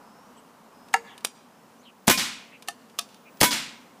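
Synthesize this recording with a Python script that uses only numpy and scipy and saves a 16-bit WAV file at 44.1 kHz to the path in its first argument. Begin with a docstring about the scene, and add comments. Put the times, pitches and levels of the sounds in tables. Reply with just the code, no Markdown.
"""A lawn, near walls around it and trees beyond, with one small microphone close to a gas paintball marker.
Its pump is cycled twice, clacking at rear and front stops; the first pull adds a hollow pop of air modes.
Each of two shots is hammer ticks, a pressure crack, a gas rush of decaying noise and a barrel ring,
thrown back by walls as delayed copies and by yard and trees as diffuse noise tails.
Underneath lie faint gliding bird notes and filtered noise for open air, a drone and far traffic."""
import sys
import numpy as np
from scipy import signal
from scipy.fft import rfft, irfft, next_fast_len
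from scipy.io import wavfile
from scipy.ndimage import map_coordinates

SR = 44100
rng = np.random.default_rng(int(sys.argv[2]) if len(sys.argv) > 2 else 0)


def store_wav(level_fs):
    """Save 16-bit WAV to argv[1]."""
    pcm = np.round(np.clip(np.atleast_2d(level_fs), -1, 1) * 32767)
    wavfile.write(sys.argv[1], SR, pcm.T.astype(np.int16))


N = 176400

# Open air, relative spectrum: pitch_hz, level_db (per Hz)
AIR_COLOUR = [(15, -81), (25, -51), (43, -74), (71, -20.5), (118, -12.5), (237, 1.5), (335, -8), (475, -5),
              (621, -8), (952, -6.5), (2130, -19), (3090, -20.5), (3440, -23.5), (4620, -24), (5280, -24),
              (6200, -24.5), (15000, -30.5)]
AIR_DB, AIR_WAVER_DB, AIR_WAVER_RATE = -54.5, 0.96, 6.18  # rate in knots per second
# Far traffic, relative spectrum: pitch_hz, level_db (per Hz)
TRAFFIC_COLOUR = [(200, -16), (550, -5), (950, 3.5), (1400, -4), (2500, -30), (6000, -49)]
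# Far traffic over time: time_s, level_db
TRAFFIC_FADE = [(0, -54.5), (.5, -60.5), (1, -57), (2, -69.5), (3, -67), (4, -65)]
DRONE_HZ, DRONE_WIDTH_HZ, DRONE_DB = 229.4, 50, -63

# Bird notes: start_s, length_s, start_pitch_hz, end_pitch_hz, level_db, buzz (0-1)
BIRD_NOTES = [(0, 0.33, 5070, 6050, -70, 0.3), (.365, 0.042, 7880, 8300, -62, .3),
              (0.358, 0.046, 3060, 2950, -63.5, 0.48), (.72, 0.23, 5110, 5300, -69.5, 0.25),
              (1.063, 0.099, 3490, 2760, -54.5, 0.85), (1.48, .2, 5150, 5600, -77, .08),
              (1.787, 0.041, 5900, 7400, -65, 0.4), (1.827, 0.054, 4030, 3670, -63, 0.7),
              (1.849, 0.061, 3150, 2670, -53.5, .6), (2.514, 0.064, 2430, 2600, -51.5, 0.83),
              (3.253, 0.048, 2330, 2600, -54, 0.52)]
BUZZ_HZ, BUZZ_RATE = 400, 800  # pitch wobble at buzz 1; knots per second

# Small ticks of pump and trigger: start_s, level_db
HANDLING_TICKS = [(.884, -49), (1.178, -40.5), (1.207, -49.5), (2.623, -39), (2.897, -50.5), (3.088, -50),
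                  (3.143, -45.5), (3.371, -50.5)]
TICK_T60_S = 0.033
# Pump strokes: stop_s, front_stop (0/1), clash_db, ring_db, ring_length_factor, tilt_db_per_octave,
# rebound_delay_s, rebound_db (re clash), slide_lead_s, slide_db
PUMP_STROKES = [(0.9391, 0, -19, -23, 0.37, 2, .002, 1.5, 0.0085, -41),
                (1.2479, 1, -11, -46, 1.2, 1.5, 0.0034, -6, 0.0048, -40),
                (2.6847, 0, -18, -34, 1.13, 2.2, .003, -14, 0.0095, -39.5),
                (2.9881, 1, -16, -34, 1.23, 2, .003, 4.5, 0.0056, -44)]
# Clash of the pump parts, relative spectrum: pitch_hz, level_db
CLASH_SPECTRUM = [(60, -18), (300, -4.5), (750, -11.5), (1800, -7.5), (2800, 2.5), (5500, -3), (7500, -7),
                  (9500, -5.5), (12000, -11.5), (15000, -21)]
CLASH_T60_S, CLASH_ATTACK_S, SLIDE_T60_S = 0.015, 0.00061, 0.06
SNAP_DB, SNAP_LAG_S = 6.5, 0.0007  # pressure snap, re clash level and stop time
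# Modes of the marker body: pitch_hz, t60_s (before the length factor), rear_stop_db, front_stop_db
BODY_MODES = [(698, 0.062, 1, -2.5), (811, 0.067, 3.5, -9), (1149, 0.084, -4.5, 5), (1292, 0.053, -0.5, 2),
              (1690, 0.043, -4, -2), (1786, 0.052, 5, -27), (2530, .07, -10, -2), (2670, 0.083, -18, -7),
              (3660, 0.11, -8, 0), (4700, 0.13, -10, -8), (5900, 0.084, -11, -10)]
# Dense faint modes of the small steel parts
STEEL_LOW_HZ, STEEL_HIGH_HZ, STEEL_DB, STEEL_T60_S = 4180, 11400, -37, 0.09
# Air in the opened breech and barrel: pitch_hz, level_db (re POP_DB), t60_s
POP_MODES = [(464, -23.5, 0.33), (757, 1, 0.05), (814, 0.5, 0.036), (927.6, -5, 0.09), (1338, -4, 0.043),
             (1711, 0.5, 0.041), (1916, -7, 0.027), (2090, -1, 0.023), (2210, -4.5, 0.03),
             (2780, -11, 0.042), (3820, -32, 0.057), (6660, -3.5, 0.013), (7500, -7.5, 0.016)]
POP_S, POP_DB, POP_RISE_S, POP_LOW_HZ = 0.9397, -10, 0.00084, 430
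PUMP_LOW_HZ = 175
# Handling sounds spread over the yard, relative bands: pitch_hz, level_db, t60_s
YARD_SPREAD = [(200, 8, 0.079), (1000, 7, 0.087), (3000, 0, 0.18), (7300, -1.5, 0.23), (15100, -4.5, 0.14)]
SPREAD_DB, CLACK_FAR_DB = -17, -32
CLACK_WALL_S, CLACK_WALL_DB = 0.022, -21

# Shots: start_s, level_db, push_db, push_pitch_hz, bark_db (around BARK_HZ), wall_gas_db
SHOT_EVENTS = [(2.079, -10.5, -11.5, 220, 1, -0.5), (3.412, -11, -10.5, 336, 1.5, 2)]
# Mechanism before the valve opens: lead_s, level_db, t60_s
HAMMER_TICKS = [(.0085, -24, 0.021), (0.0051, -14.5, 0.021)]
# Hammer, relative spectrum: pitch_hz, level_db
HAMMER_SPECTRUM = [(100, -15), (600, 1), (1500, -4), (4000, 10), (8000, 2), (15000, 4.5)]
# Below, shot parts and echoes are relative to each shot's level; the push has its own level.
# Gas rush, relative bands: pitch_hz, level_db, t60_s
GAS_BANDS = [(30, -10, 0.048), (86, -32, 0.026), (150, 5, 0.089), (260, 8.5, 0.1), (450, 3.5, 0.063),
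             (760, 3.5, 0.066), (1300, -5.5, 0.06), (2520, -5, 0.082), (5000, -4.5, 0.067),
             (9150, -3.5, 0.052), (15200, -11.5, 0.04)]
GAS_DB, GAS_ATTACK_S, BARK_HZ, BARK_OCTAVES = 25, 0.00015, 800, 0.41
CRACK_DB, CRACK_LAG_S = 15.5, 0.001528
SHOCK_ZERO_S = 0.00012  # time from the pressure jump to its first zero
PUSH_T60_S, PUSH_RISE_S, PUSH_DELAY_S = 0.032, 0.0013, 0.00344
# Barrel ring: pitch_hz, t60_s, first_shot_db, second_shot_db
BARREL_MODES = [(987, 0.23, -42, -13.5), (1040, 0.19, -15.5, -23), (1408, 0.11, -15, -30),
                (1515, 0.15, -21, -20), (1724, 0.12, -23, -36), (2140, .13, -26, -17),
                (2213, 0.2, -15.5, -18), (2440, 0.19, -12.5, -30), (3000, .14, -18, -32),
                (3390, 0.19, -20, -14)]
BARREL_RISE_S = 0.0049
# Reflections from single walls: delay_s, crack_db, gas_db, push_db (each re its direct sound)
WALL_ECHOES = [(.0095, -1, -15, -20), (.018, -4, -3.5, -5), (.0213, 3, -1.5, -23), (.0245, 1.5, -12, -35),
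               (0.0286, -6, -6, -13), (.032, -7.5, -19, -21), (.035, -9, -37, -18)]
WALL_T60_S = 0.036  # added decay of the reflected gas
# Slaps from far walls: delay_s, level_db
FAR_WALL_SLAPS = [(0.097, -6.5), (0.1, -6), (.117, -5.5)]
# Far walls, relative spectrum: pitch_hz, level_db
FAR_WALL_SPECTRUM = [(100, -20), (1000, 3.5), (2500, 1), (5500, 12.5), (9000, -22), (15000, -26)]
SLAP_T60_S = 0.008
# Scattering near by, from fence and house, relative bands: pitch_hz, level_db, t60_s
NEAR_BANDS = [(61, -36, 0.14), (120, -25, 0.18), (171, -2, 0.33), (231, 10.5, 0.46), (328, -5, 0.13),
              (497, -9, 0.42), (800, -0.5, 0.11), (1300, 6, .11), (2980, 1.5, 0.19), (7000, -4, 0.26),
              (15200, 0, 0.11)]
NEAR_DELAY_S, NEAR_RISE_S, NEAR_DB = 0.027, 0.0027, 24
# Scattering far off, from trees, relative bands: pitch_hz, level_db, t60_s
TREE_BANDS = [(60, -62, 0.15), (131, -20, 0.57), (218, 16.5, 0.55), (342, -9, 0.42), (550, -6.5, 0.47),
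              (1066, -1.5, 0.53), (2330, 1.5, 0.63), (4950, 2, 0.48), (7750, -2.5, 0.44),
              (14900, -11.5, 0.26)]
FAR_DELAY_S, FAR_RISE_S, FAR_DB = 0.094, 0.0097, 20.5
RING_NEAR_DB, RING_FAR_DB = -3, -12.5  # barrel ring sent into the two scattered tails

CLIP_TOP, CLIP_HARDNESS, TOP_HZ = 0.76, 5, 15400


def amp(db):
    """Decibels to gain."""
    return 10 ** (np.asarray(db) / 20)


def unit(x):
    """Scale to rms 1."""
    return x / np.sqrt(np.mean(x ** 2) + 1e-20)


def along(points, hz, axis=1):
    """One column of a table, read on log frequency."""
    columns = np.transpose(points)
    return np.interp(np.log(hz + 1), np.log(columns[0] + 1), columns[axis])


def clock():
    """The one-second time axis of an event."""
    return np.arange(SR) / SR


def add(track, s, x):
    """Mix x into the track at time s."""
    i = max(round(s * SR), 0)
    track[i:i + len(x)] += x[:len(track) - i]


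def filtered(x, response):
    """x times a gain that depends on frequency."""
    size = next_fast_len(len(x) + SR // 4)
    gain = response(np.fft.rfftfreq(size, 1 / SR))
    return irfft(rfft(x, size) * gain, size)[:len(x)]


def high_pass(x, hz):
    """Small parts radiate little bass."""
    return signal.sosfilt(signal.butter(2, hz, "high", fs=SR, output="sos"), x)


def noise(colour, size, tilt_db=0):
    """Coloured noise of rms 1, tilted by some dB per octave."""
    def response(hz):
        return amp(along(colour, hz) + tilt_db * np.log2(hz + 1))
    return unit(filtered(rng.standard_normal(size), response))


def wobble(rate, size):
    """A smooth random curve, rate knots a second."""
    knots = rng.standard_normal(int(size * rate / SR) + 4)
    return map_coordinates(knots, [np.arange(size) * rate / SR])


def decay(t60):
    """An exponential fall of 60 dB in t60 seconds."""
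    return np.exp(-np.log(1000) * clock() / t60)


def fall(t60, attack):
    """A quick rise and an exponential decay."""
    return decay(t60) * (1 - np.exp(-clock() / attack))


def ring(modes, attack):
    """Damped sines of random polarity from (pitch_hz, level_db, t60_s) rows."""
    out = np.zeros(SR)
    for hz, db, t60 in modes:
        sine = np.sin(2 * np.pi * hz * clock()) * rng.choice([-1, 1])
        out += amp(db) * fall(t60, attack) * sine
    return out


def shock():
    """A steep pressure jump followed by a suction."""
    u = clock() / SHOCK_ZERO_S
    return (1 - u) * np.exp(-u)


def scatter(bands, delay, rise):
    """A diffuse response of energy 1 whose bands die at their own speeds."""
    hz, t, grains = signal.stft(rng.standard_normal(SR), SR, nperseg=512)
    t60 = along(bands, hz, axis=2)[:, None]
    gain = amp(along(bands, hz))[:, None] * np.exp(-np.log(1000) * t / t60)
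    tail = signal.istft(grains * gain, SR)[1][:SR] * (1 - np.exp(-clock() / rise))
    out = np.zeros(SR)
    add(out, delay, tail / np.linalg.norm(tail))
    return out


def tree_scatter():
    """Distant trees return a late diffuse tail."""
    return scatter(TREE_BANDS, FAR_DELAY_S, FAR_RISE_S)


def through(x, response):
    """x sent along the paths of a response."""
    return signal.fftconvolve(x, response)[:len(x)]


def outdoors():
    """Gently wavering open air, a low distant drone and fading traffic, all coloured noise."""
    air = amp(AIR_DB + AIR_WAVER_DB * wobble(AIR_WAVER_RATE, N)) * noise(AIR_COLOUR, N)
    traffic_db = np.interp(np.arange(N) / SR, *np.transpose(TRAFFIC_FADE))
    traffic = amp(traffic_db) * noise(TRAFFIC_COLOUR, N)

    def drone_band(hz):
        return np.exp(-((hz - DRONE_HZ) / DRONE_WIDTH_HZ) ** 2)
    drone = unit(filtered(rng.standard_normal(N), drone_band))
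    return air + traffic + amp(DRONE_DB) * drone


def birds():
    """Distant thin whistles glide in pitch; fast random pitch wobble makes chirps buzzy."""
    out = np.zeros(N)
    for s, length, start_hz, end_hz, db, buzz in BIRD_NOTES:
        u = np.linspace(0, 1, int(length * SR))
        glide_hz = start_hz + (end_hz - start_hz) * u ** 2
        hz = glide_hz + buzz * BUZZ_HZ * wobble(BUZZ_RATE, len(u))
        swell = np.sqrt(2 * np.abs(np.sin(np.pi * u)))
        add(out, s, amp(db) * swell * np.sin(2 * np.pi * np.cumsum(hz) / SR))
    return out


def handling_ticks():
    """Small contacts of pump and trigger make short noise bursts."""
    out = np.zeros(N)
    for s, db in HANDLING_TICKS:
        add(out, s, amp(db) * noise(CLASH_SPECTRUM, SR) * fall(TICK_T60_S, CLASH_ATTACK_S))
    return out


def steel(count=40):
    """Springs, rods and screws ring together in many close modes."""
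    weights = unit(rng.uniform(.5, 1, count))
    pitches = rng.uniform(STEEL_LOW_HZ, STEEL_HIGH_HZ, count)
    rings = np.array([ring([(hz, 0, STEEL_T60_S)], CLASH_ATTACK_S) for hz in pitches])
    return weights @ rings / np.sqrt(count)


def pump_strokes():
    """The pump slides, snaps against its stop, rebounds and rings body and steel parts."""
    out = np.zeros(N)
    for (s, front, clash_db, ring_db, length, tilt_db,
         rebound_s, rebound_db, lead, slide_db) in PUMP_STROKES:
        slide = noise(CLASH_SPECTRUM, SR) * fall(SLIDE_T60_S, CLASH_ATTACK_S)
        add(out, s - lead, amp(slide_db) * slide)
        add(out, s + SNAP_LAG_S, amp(clash_db + SNAP_DB) * shock())
        for delay, db in [(0, clash_db), (rebound_s, clash_db + rebound_db)]:
            clash = noise(CLASH_SPECTRUM, SR, tilt_db) * fall(CLASH_T60_S, CLASH_ATTACK_S)
            add(out, s + delay, amp(db) * clash)
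        modes = [(hz, front_db if front else rear_db, t60 * length)
                 for hz, t60, rear_db, front_db in BODY_MODES]
        body = amp(ring_db) * ring(modes, CLASH_ATTACK_S)
        add(out, s, body + amp(STEEL_DB) * steel())
    return out


def breech_pop():
    """Air in the opened breech and barrel resonates as a hollow pop."""
    out = np.zeros(N)
    add(out, POP_S, amp(POP_DB) * high_pass(ring(POP_MODES, POP_RISE_S), POP_LOW_HZ))
    return out


def pump():
    """Handling sounds reach the microphone directly, off a wall, and scattered by yard and trees."""
    direct = high_pass(handling_ticks() + pump_strokes() + breech_pop(), PUMP_LOW_HZ)
    yard = amp(SPREAD_DB) * scatter(YARD_SPREAD, 0, NEAR_RISE_S)
    yard += amp(CLACK_FAR_DB) * tree_scatter()
    add(yard, CLACK_WALL_S, amp([CLACK_WALL_DB]))
    return direct + through(direct, yard)


def hammer(out, s):
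    """The moving hammer makes noise ticks just before the valve opens."""
    for lead, db, t60 in HAMMER_TICKS:
        tick = noise(HAMMER_SPECTRUM, SR) * fall(t60, CLASH_ATTACK_S)
        add(out, s - lead, amp(db) * tick)


def gas_rush(bark_db):
    """Escaping gas is noise decaying band by band, with a bark bump around BARK_HZ."""
    bands = []
    for hz, db, t60 in GAS_BANDS:
        bump = np.exp(-(np.log2(hz / BARK_HZ) / BARK_OCTAVES) ** 2)
        bands.append((hz, db + bark_db * bump, t60))
    return amp(GAS_DB) * scatter(bands, 0, GAS_ATTACK_S)


def add_walls(shot, crack, push, bark_db, walls_db):
    """Near walls return crack, gas and push; far walls return short noise slaps."""
    for delay, crack_db, gas_db, low_db in WALL_ECHOES:
        puff = amp(gas_db + walls_db) * gas_rush(bark_db) * decay(WALL_T60_S)
        add(shot, delay, amp(crack_db) * crack + puff + amp(low_db) * push)
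    for delay, db in FAR_WALL_SLAPS:
        slap = noise(FAR_WALL_SPECTRUM, SR) * fall(SLAP_T60_S, GAS_ATTACK_S)
        add(shot, delay, amp(db) * slap)


def scattered_tail(barrel):
    """Fence, house and trees return the shot as diffuse noise, with the barrel ring sent through it."""
    near = scatter(NEAR_BANDS, NEAR_DELAY_S, NEAR_RISE_S)
    far = tree_scatter()
    ring_paths = amp(RING_NEAR_DB) * near + amp(RING_FAR_DB) * far
    return amp(NEAR_DB) * near + amp(FAR_DB) * far + through(barrel, ring_paths)


def shots():
    """The hammer flies, the valve cracks open, gas rushes from the ringing barrel; walls and trees answer."""
    out = np.zeros(N)
    crack = amp(CRACK_DB) * shock()
    for k, (s, db, push_db, push_hz, bark_db, walls_db) in enumerate(SHOT_EVENTS):
        hammer(out, s)
        push_sine = np.sin(2 * np.pi * push_hz * clock())
        # The shot level is taken out here because it is applied to the whole shot below.
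        push = amp(push_db - db) * fall(PUSH_T60_S, PUSH_RISE_S) * push_sine
        modes = [(hz, levels[k], t60) for hz, t60, *levels in BARREL_MODES]
        barrel = ring(modes, BARREL_RISE_S)
        shot = gas_rush(bark_db) + barrel
        add(shot, CRACK_LAG_S, crack)
        add(shot, PUSH_DELAY_S, push)
        add_walls(shot, crack, push, bark_db, walls_db)
        add(out, s, amp(db) * (shot + scattered_tail(barrel)))
    return out


def scene():
    """Everything at the one microphone."""
    return (outdoors() + birds() + pump() + shots())[None]


def record(dry):
    """The recorder rounds off the highest peaks and keeps nothing above its band limit."""
    def in_band(hz):
        return hz < TOP_HZ
    band = filtered(dry[0], in_band)
    clipped = band / (1 + np.abs(band / CLIP_TOP) ** CLIP_HARDNESS) ** (1 / CLIP_HARDNESS)
    return filtered(clipped, in_band)[None]


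dry = scene()
out = record(dry)
store_wav(out)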